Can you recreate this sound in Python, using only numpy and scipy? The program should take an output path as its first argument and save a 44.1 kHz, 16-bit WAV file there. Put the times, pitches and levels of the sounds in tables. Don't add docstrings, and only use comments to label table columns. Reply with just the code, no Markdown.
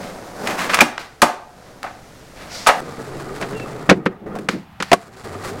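import sys
import numpy as np
from scipy import signal
from scipy.fft import rfft, irfft, next_fast_len
from scipy.io import wavfile

SR = 44100
rng = np.random.default_rng(int(sys.argv[2]) if len(sys.argv) > 2 else 0)


def log_audio(samples):
    frames = np.atleast_2d(samples).T
    limited = np.clip(frames, -1, 1)
    pcm = np.round(limited * 32767).astype(np.int16)
    wavfile.write(sys.argv[1], SR, pcm)


N = 246959
TIME = np.arange(N) / SR
BINS = np.fft.rfftfreq(8192, 1 / SR)
OUTDOORS_AT_S = 2.806

# start t/s, length/s, rumble level/dB, grit level/dB, wheel hum f/Hz
STREET_ROLLS = [(2.782, 1.19, -30.5, -36, 136.8), (3.902, 0.22, -31.5, -64, 187),
                (4.257, 0.085, -26, -69.5, 193), (4.936, 0.28, -39, -41.5, 128.3),
                (5.234, 0.45, -29.5, -35.5, 98)]
GRIT_SAG_DB_PER_S = 6.5


def amp(db):
    return 10 ** (np.asarray(db) / 20)


def evened(x):
    return x / np.sqrt(np.mean(x ** 2) + 1e-20)


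def read(points, hz):
    f, value = np.transpose(points)
    return np.interp(np.log(hz + 1), np.log(f + 1), value)


def level(rows):
    return amp(np.interp(TIME, *np.transpose(rows)))


def add(mix, s, sound):
    part = mix[round(s * SR):][:len(sound)]
    part += sound[:len(part)]


def peaks(modes):
    power = 0
    for f, width, db in modes:
        power = power + amp(db) ** 2 * (BINS * width) ** 2 / ((BINS ** 2 - f ** 2) ** 2 + (BINS * width) ** 2)
    return np.sqrt(power)


def colour(x, gain):
    log_gain = np.log(np.maximum(np.r_[gain, gain[-2:0:-1]], 1e-4))
    minimum_phase = np.exp(np.conj(signal.hilbert(log_gain)))
    taps = np.fft.ifft(minimum_phase).real[:len(BINS)]
    return signal.oaconvolve(x, taps / np.linalg.norm(taps))[:N]


def drift(per_s):
    smoothing = 1 + (np.fft.rfftfreq(N, 1 / SR) / per_s) ** 4
    return evened(irfft(rfft(rng.standard_normal(N)) / smoothing, N))


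def grains(per_s, spread_db, lumpy_db):
    size = amp(spread_db * np.minimum(rng.exponential(1, N), 4)) * rng.choice([-1, 1], N)
    happens = rng.random(N) < per_s / SR
    return evened(size * happens * amp(lumpy_db * drift(25)))


def resonate(x, hz, width):
    turn = np.exp(2j * np.pi * np.cumsum(hz * np.ones(N)) / SR)
    low_pass = signal.butter(2, width / 2, fs=SR, output="sos")
    return 2 * (turn * signal.sosfilt(low_pass, x / turn + 1e-12)).real


def strokes(rows, attack_s, release_s, sag_db_per_s=0):
    power = np.zeros(N)
    for s, length, db in rows:
        t = np.maximum(TIME - s, 0)
        rise = np.minimum(t / attack_s, 1)
        fall = np.exp(-np.maximum(t - length, 0) / release_s)
        power += (amp(db - sag_db_per_s * t) * rise * fall) ** 2
    return np.sqrt(power)


def reverb(x, t60, gap_s):
    count = SR // 20
    taps = np.zeros(SR)
    taps[np.arange(count) * 20 + rng.integers(0, 20, count)] = rng.choice([-1, 1], count)
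    hz, t, bands = signal.stft(taps, SR, nperseg=512)
    tail = signal.istft(bands * amp(-60 * t / read(t60, hz)[:, None]), SR)[1]
    tail = np.r_[np.zeros(round(gap_s * SR)), tail]
    return signal.oaconvolve(x, tail / np.linalg.norm(tail))[:N]


def garage_air():
    # f/Hz, relative level/dB
    air_shape = [(20, 1), (60, -0.5), (130, 1.5), (250, -8.5), (500, -7), (900, -14.5), (1800, -15),
                 (3200, -20.5), (6000, -21), (10000, -28), (16000, -36)]
    return amp(-43.5) * colour(rng.standard_normal(N), amp(read(air_shape, BINS)))


def street_air():
    # f/Hz, relative level/dB
    air_shape = [(20, -9.5), (70, 3.5), (160, 9.5), (280, -5.5), (500, -21), (720, -0.5), (1300, -8),
                 (3200, -17), (6000, -30), (10000, -34), (16000, -32)]
    return amp(-42) * colour(rng.standard_normal(N), amp(read(air_shape, BINS)))


def squeak():
    # t/s, length/s, level/dB, starting f/Hz
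    squeaks = [(3.541, 0.044, -41, 2775), (3.6, 0.027, -37.5, 2690)]
    attack_s, release_s, sag_hz_per_s = 0.019, 0.018, 800
    waver, whistles = 1 + 0.0044 * drift(76), np.zeros(N)
    for s, length, db, hz in squeaks:
        turns = np.cumsum((hz - sag_hz_per_s * (TIME - s)) * waver) / SR
        whistle = np.sqrt(2) * np.sin(2 * np.pi * turns)
        whistles += strokes([(s, length, db)], attack_s, release_s) * whistle
    return whistles


def rasps():
    # t/s, length/s, level/dB
    rasp_strokes = [(0, 0.073, -42), (.98, 0.028, -27), (1.61, 0.11, -50), (1.83, 0.018, -36),
                    (2.35, 0.59, -43), (4.487, 0.029, -28), (4.82, .015, -33.5), (4.87, .045, -40.5)]
    # f/Hz, relative level/dB
    rasp_colour = [(200, -0.5), (900, 3), (2100, 4.5), (3000, -3), (4500, -2.5), (6200, -9), (9000, -14.5),
                   (16000, -26)]
    # t/s, length/s, level/dB
    foot_slide = (2.49, 0.065, -34)
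    # f/Hz, width/Hz, relative level/dB
    slide_band = (4840, 3100, 0)
    slide = strokes([foot_slide], attack_s=0.051, release_s=0.14)
    slide_rasp = amp(-4) * slide
    rasp_gain = np.hypot(strokes(rasp_strokes, attack_s=.014, release_s=0.042), slide_rasp)
    rasp = rasp_gain * colour(grains(9000, 3.4, 1.1), amp(read(rasp_colour, BINS)))
    hiss = colour(rng.standard_normal(N), peaks([slide_band]) ** 2)
    return rasp + slide * hiss


def garage_wheels():
    # t/s, level/dB
    roll_level = [(0, -32), (.15, -36), (.35, -36.5), (.45, -26.5), (.8, -29.5), (1.3, -55), (1.6, -40),
                  (2.3, -50), (2.4, -40.5), (2.66, -41), (2.81, -21)]
    # f/Hz, relative level/dB
    wheel_colour = [(50, -26.5), (130, -15.5), (178, 2), (240, 1.5), (320, -2.5), (420, -2.5), (600, 0.5),
                    (760, -2.5), (950, -7), (1400, -8.5), (3000, -23.5), (5000, -21), (9000, -27),
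                    (16000, -35.5)]
    # from t/s, to t/s
    airborne = (.82, 1.1)
    grounded = (TIME < airborne[0]) | (TIME > airborne[1])
    return grounded * level(roll_level) * colour(grains(6000, 2.5, 0.64), amp(read(wheel_colour, BINS)))


def skidding():
    # t/s, length/s, level/dB
    skids = [(.455, .045, -26), (.571, 0.039, -20), (.685, 0.035, -23.5)]
    # f/Hz, relative level/dB
    skid_colour = [(150, -45.5), (500, -12), (1000, 4), (2300, -2), (3300, -8.5), (8000, -16.5),
                   (16000, -27.5)]
    slips = grains(3000, 2.6, 1.7)
    return strokes(skids, attack_s=0.021, release_s=0.044) * colour(slips, amp(read(skid_colour, BINS)))


def street_wheels():
    # f/Hz, relative level/dB
    pavement = [(25, -2), (60, -11), (110, -3.5), (200, 0), (300, 0), (420, 2.5), (550, -3), (800, -6),
                (1000, -14.5), (1350, -15), (2000, -22), (3000, -34), (16000, -48)]
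    # f/Hz, relative level/dB
    grit_colour = [(400, 7.5), (1500, 10.5), (3000, -2.5), (4500, 0), (6000, -4.5), (7400, -3), (10000, -8),
                   (13000, -15), (16000, -18)]
    # f/Hz, width/Hz, relative level/dB
    rattle_modes = [(745, 36, 0), (780, 43, -6), (1220, 88, 3.5), (1385, 47, -13), (1910, 110, -6)]
    # t/s, length/s, level/dB
    grit_patches = [(3.19, 0.043, -34.5), (3.355, 0.024, -33), (4.4, 0.047, -41), (4.94, 0.09, -38),
                    (5.16, .04, -34), (5.435, 0.06, -29)]
    roll_attack_s, grit_release_s = 0.011, 0.022

    bumps = grains(4500, 2.2, 1.5)
    start, length, rumble_db, grit_db, hum_hz = np.transpose(STREET_ROLLS)
    wheel_hz = hum_hz[np.searchsorted(start[1:], TIME)]
    hum = evened(resonate(bumps, wheel_hz * (1 + 0.06 * drift(21)), 19.4))
    hum = evened(hum / np.sqrt(1 + abs(signal.hilbert(hum)) ** 2))
    drone = evened(resonate(bumps, 410 * (1 + 0.113 * drift(5.1)), 26.0))
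    rumble = amp(0.5) * colour(bumps, amp(read(pavement, BINS))) + amp(-7.5) * hum + amp(-7.5) * drone
    jolts = grains(700, 2, 3)
    rattle = colour(jolts, peaks(rattle_modes) / np.hypot(1, (BINS / 2200) ** 2))
    rumble = rumble + amp(-10) * rattle
    grit = colour(grains(4500, 3.4, 1.8), amp(read(grit_colour, BINS)))

    rolling = strokes(zip(start, length, rumble_db), roll_attack_s, release_s=0.084, sag_db_per_s=2.5)
    gritty = strokes(zip(start, length, grit_db), roll_attack_s, grit_release_s, GRIT_SAG_DB_PER_S)
    crunch = strokes(grit_patches, 0.0098, grit_release_s)
    return rolling * rumble + np.hypot(gritty, crunch) * grit


def ramp():
    # t/s, length/s, level/dB
    loads = [(3.9, 0.084, -16.5), (4.02, 0.074, -23), (4.2, .25, -27.5), (4.51, 0.054, -21.5)]
    # f/Hz, width/Hz, relative level/dB
    boom_modes = [(188, 43, 4.5), (309, 47, 0), (420, 60, -15)]
    boom = colour(grains(6000, 2.8, 0.92), peaks(boom_modes) / np.hypot(1, (BINS / 700) ** 2))
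    return strokes(loads, attack_s=0.034, release_s=0.028) * boom


def truck():
    # t/s, length/s, level of the sine's peak/dB
    ring = (.806, .003, 7.9)
    turns = np.cumsum(2382 * (1 + 0.0127 * drift(200))) / SR
    return strokes([ring], attack_s=.002, release_s=0.0055) * np.sin(2 * np.pi * turns)


def contact(s, decay, hardness, crack_db, slap_db, thud_db):
    soft_rise_s, hard_rise_s, soft_hz, hard_hz = .0021, .00035, 1400, 15100
    rise = soft_rise_s * (hard_rise_s / soft_rise_s) ** hardness
    dull_hz = soft_hz * (hard_hz / soft_hz) ** min(hardness, 1)
    return s, rise, decay, crack_db, dull_hz, slap_db, thud_db


def pebbles():
    per_s, decay_s, hardness, spread_db = 14, .0045, 0.75, 3
    crack_db, slap_db, thud_db = 6, 0, -5
    blows = []
    for start, length, _, grit_db, _ in STREET_ROLLS:
        for wait, size in rng.random((24, 2)) * [24 / per_s, 1]:
            db = grit_db - GRIT_SAG_DB_PER_S * wait + spread_db * (2 * size - 1)
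            if wait < length:
                blows.append(contact(start + wait, decay_s, hardness,
                                     db + crack_db, db + slap_db, db + thud_db))
    return blows


def tricks(outdoors):
    # t/s, crack level/dB, chatter decay/s, hardness (about 0-1), thud level/dB
    single_blows = [(.472, -11, 0.0041, 0.86, -29), (.694, -14, 0.017, 0.44, -39),
                    (.734, -9, .012, 0.49, -27), (.743, -4, 0.0067, 1, -27), (.771, -8, 0.0026, .55, -34.5),
                    (.781, -10.5, 0.0036, .35, -41), (.788, 0, 0.0036, .5, -30),
                    (.800, -5, 0.01, 0.25, -40), (.979, 0, 0.0017, 0.5, -43),
                    (1.830, -14.5, 0.0019, 1.0, -40), (2.664, -5.5, .0024, .55, -44),
                    (3.147, -26, 0.0067, 0.18, -33), (3.53, -25, .008, 0.23, -26.5),
                    (3.597, -23.5, 0.0046, 0.53, -28), (3.891, -3.5, 0.0053, 0.37, -3.5),
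                    (4.387, -25.5, .006, 1, -22), (4.487, -1.5, 0.0046, 0.64, -13),
                    (4.801, -16.5, .011, 0.55, -21), (4.824, -8.5, 0.0044, 0.72, -31)]
    # (hardness (about 0-1), crack level/dB, wheel slap level/dB)
    double_blows = [(.807, 0.0087, 2.5, (1.0, 3.6, -19), .009, (0.72, -0.5, 1.4)),
                    (1.218, .0135, -0.5, (0.96, 3.1, -6), .008, (0.014, -15.5, 6.7)),
                    (1.839, .015, -35, (0.22, -23, -18.5), 0.024, (0.12, -21.5, -26)),
                    (2.669, .019, -18, (0.97, -3.5, -7), 0.019, (0.43, -1.7, 0.45)),
                    (3.412, 0.011, -27.5, (0.85, -23.5, -24), .012, (0.47, -18.5, -23)),
                    (3.896, .0112, 5.5, (0.53, 3.1, 0), .016, (0.27, -1.8, -6)),
                    (4.056, .0062, -1, (0.91, -22.5, -35), .004, (0.22, 2.9, -15)),
                    (4.353, 0.012, -21, (0.99, -28.5, -21.5), .008, (0.62, -31, -20.5)),
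                    (4.916, .006, -7.5, (0.58, -1.1, 4.4), .014, (0.79, 5.2, 9.9))]
    blows = []
    for s, db, decay, hardness, thud_db in single_blows:
        blows.append(contact(s, decay, hardness, db, db - 23, thud_db))
    for s, decay, thud_db, first, lag, second in double_blows:
        blows.append(contact(s, decay, *first, -np.inf))
        blows.append(contact(s + lag, decay, *second, thud_db))
        if not outdoors:
            blows.append(contact(s + .064, .013, .02, -np.inf, second[-1] - 19.5, -np.inf))
    return [blow for blow in blows if (blow[0] >= OUTDOORS_AT_S) == outdoors]


def board(blows, slap_modes, thud_modes, solid=0.13):
    # f/Hz, relative level/dB
    crack_colour = [(100, -19), (500, -12), (1300, 1.5), (2400, -3), (3200, -9.5), (5000, -11.5),
                    (7500, -14), (10000, -16.5), (12500, -22), (16000, -22)]
    t = np.arange(SR // 4) / SR
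    crack, slap, thud = np.zeros((3, N))
    bend = sum(amp(db - 60 * t / t60) * np.sin(2 * np.pi * hz * t) for hz, db, t60 in thud_modes)
    bend = bend * (1 - np.exp(-t / 0.0034))
    for s, rise, decay, crack_db, dull_hz, slap_db, thud_db in blows:
        size = next_fast_len(int((rise + 2 * decay) * SR))
        phases = 2 * np.pi * rng.random(len(t))[:size // 2 + 1]
        chatter = evened(irfft(np.exp(1j * phases)))
        chatter = np.r_[chatter, rng.standard_normal(len(t))][:len(t)]
        chatter = chatter * np.exp(-t / decay) * (1 - np.exp(-t / rise))
        knock = np.linalg.norm(chatter) * signal.unit_impulse(len(t), int(rise * SR))
        softness = signal.butter(2, min(dull_hz, SR / 2 - 1000), fs=SR)
        add(crack, s, amp(crack_db) * signal.lfilter(*softness, chatter))
        push = np.sqrt(max(1 - solid ** 2, 0)) * chatter + solid * knock
        add(slap, s, amp(slap_db) * signal.lfilter(*softness, push))
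        add(thud, s, amp(thud_db) * bend)
    slap_gain = peaks(slap_modes) / np.hypot(1, (BINS / 2200) ** 2) / np.hypot(1, 140 / (BINS + 1))
    return colour(crack, amp(read(crack_colour, BINS))) + colour(slap, slap_gain) + thud


def garage():
    # f/Hz, width/Hz, relative level/dB
    slap_modes = [(590, 84, 5), (755, 160, 5), (830, 190, 7), (994, 340, -0.5), (1284, 140, 6),
                  (1646, 260, -8.5), (1990, 150, -4)]
    # f/Hz, relative level/dB, t60/s
    thud_modes = [(157, -17, 0.17), (236, 1, 0.078), (302, -4.5, 0.1), (355.7, -2.5, 0.066),
                  (465.6, -9.5, 0.085)]
    # f/Hz, width/Hz, level/dB
    hollow_note = (712, 8.4, -27.5)
    # f/Hz, t60/s
    room_t60 = [(100, 0.51), (230, 0.19), (450, 0.61), (640, 0.32), (715, 0.78), (820, 0.48), (2000, 0.39),
                (5000, 0.36), (10000, 0.28), (16000, 0.28)]
    blows = board(tricks(outdoors=False), slap_modes, thud_modes, solid=0.19)
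    dry = garage_wheels() + skidding() + blows + rasps()
    ring = truck()
    note = amp(hollow_note[2]) * colour(dry, peaks([hollow_note]))
    room = reverb(dry + amp(-7.5) * ring, room_t60, gap_s=.009)
    return dry + ring + note + amp(-10.0) * room


def street():
    # f/Hz, width/Hz, relative level/dB
    slap_modes = [(400, 106, 2), (699, 160, 8.5), (957, 190, -6.5), (1122, 48, 6.5), (1560, 270, -4)]
    # f/Hz, relative level/dB, t60/s
    thud_modes = [(185.3, -3, 0.13), (203.2, -2, 0.12), (295, 3.5, 0.06), (376.4, -5.5, 0.14),
                  (476, 1.5, 0.064), (517, 2, 0.054)]
    # f/Hz, t60/s
    scatter_t60 = [(100, .1), (700, 0.32), (2500, 0.27), (12000, 0.14)]
    blows = board(tricks(outdoors=True) + pebbles(), slap_modes, thud_modes)
    dry = street_wheels() + ramp() + blows + squeak() + rasps()
    return dry + amp(-28.5) * reverb(dry, scatter_t60, gap_s=0.019)


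def scene():
    inside = garage() + garage_air()
    outside = street() + street_air()
    return np.where(TIME < OUTDOORS_AT_S, inside, outside)[None]


def record(dry, threshold_db=-14, share=0.54, recover_db_per_s=16, attack_s=0.012):
    keep = np.exp(-1 / (attack_s * SR))
    smooth = [1 - keep], [1, -keep]
    power_db = 10 * np.log10(signal.lfilter(*smooth, dry[0] ** 2) + 1e-12)
    fall = TIME * recover_db_per_s
    held_db = np.maximum.accumulate(power_db + fall) - fall
    over_db = np.maximum(held_db - threshold_db, 0)
    ducked = dry * amp(-share * signal.lfilter(*smooth, over_db))
    clipped = ducked / (1 + (ducked / .95) ** 4) ** (1 / 4)
    band_limit = signal.firwin(511, 16100, window=("kaiser", 9), fs=SR)
    return signal.oaconvolve(clipped, band_limit[None], "same")


dry = scene()
out = record(dry)
log_audio(out)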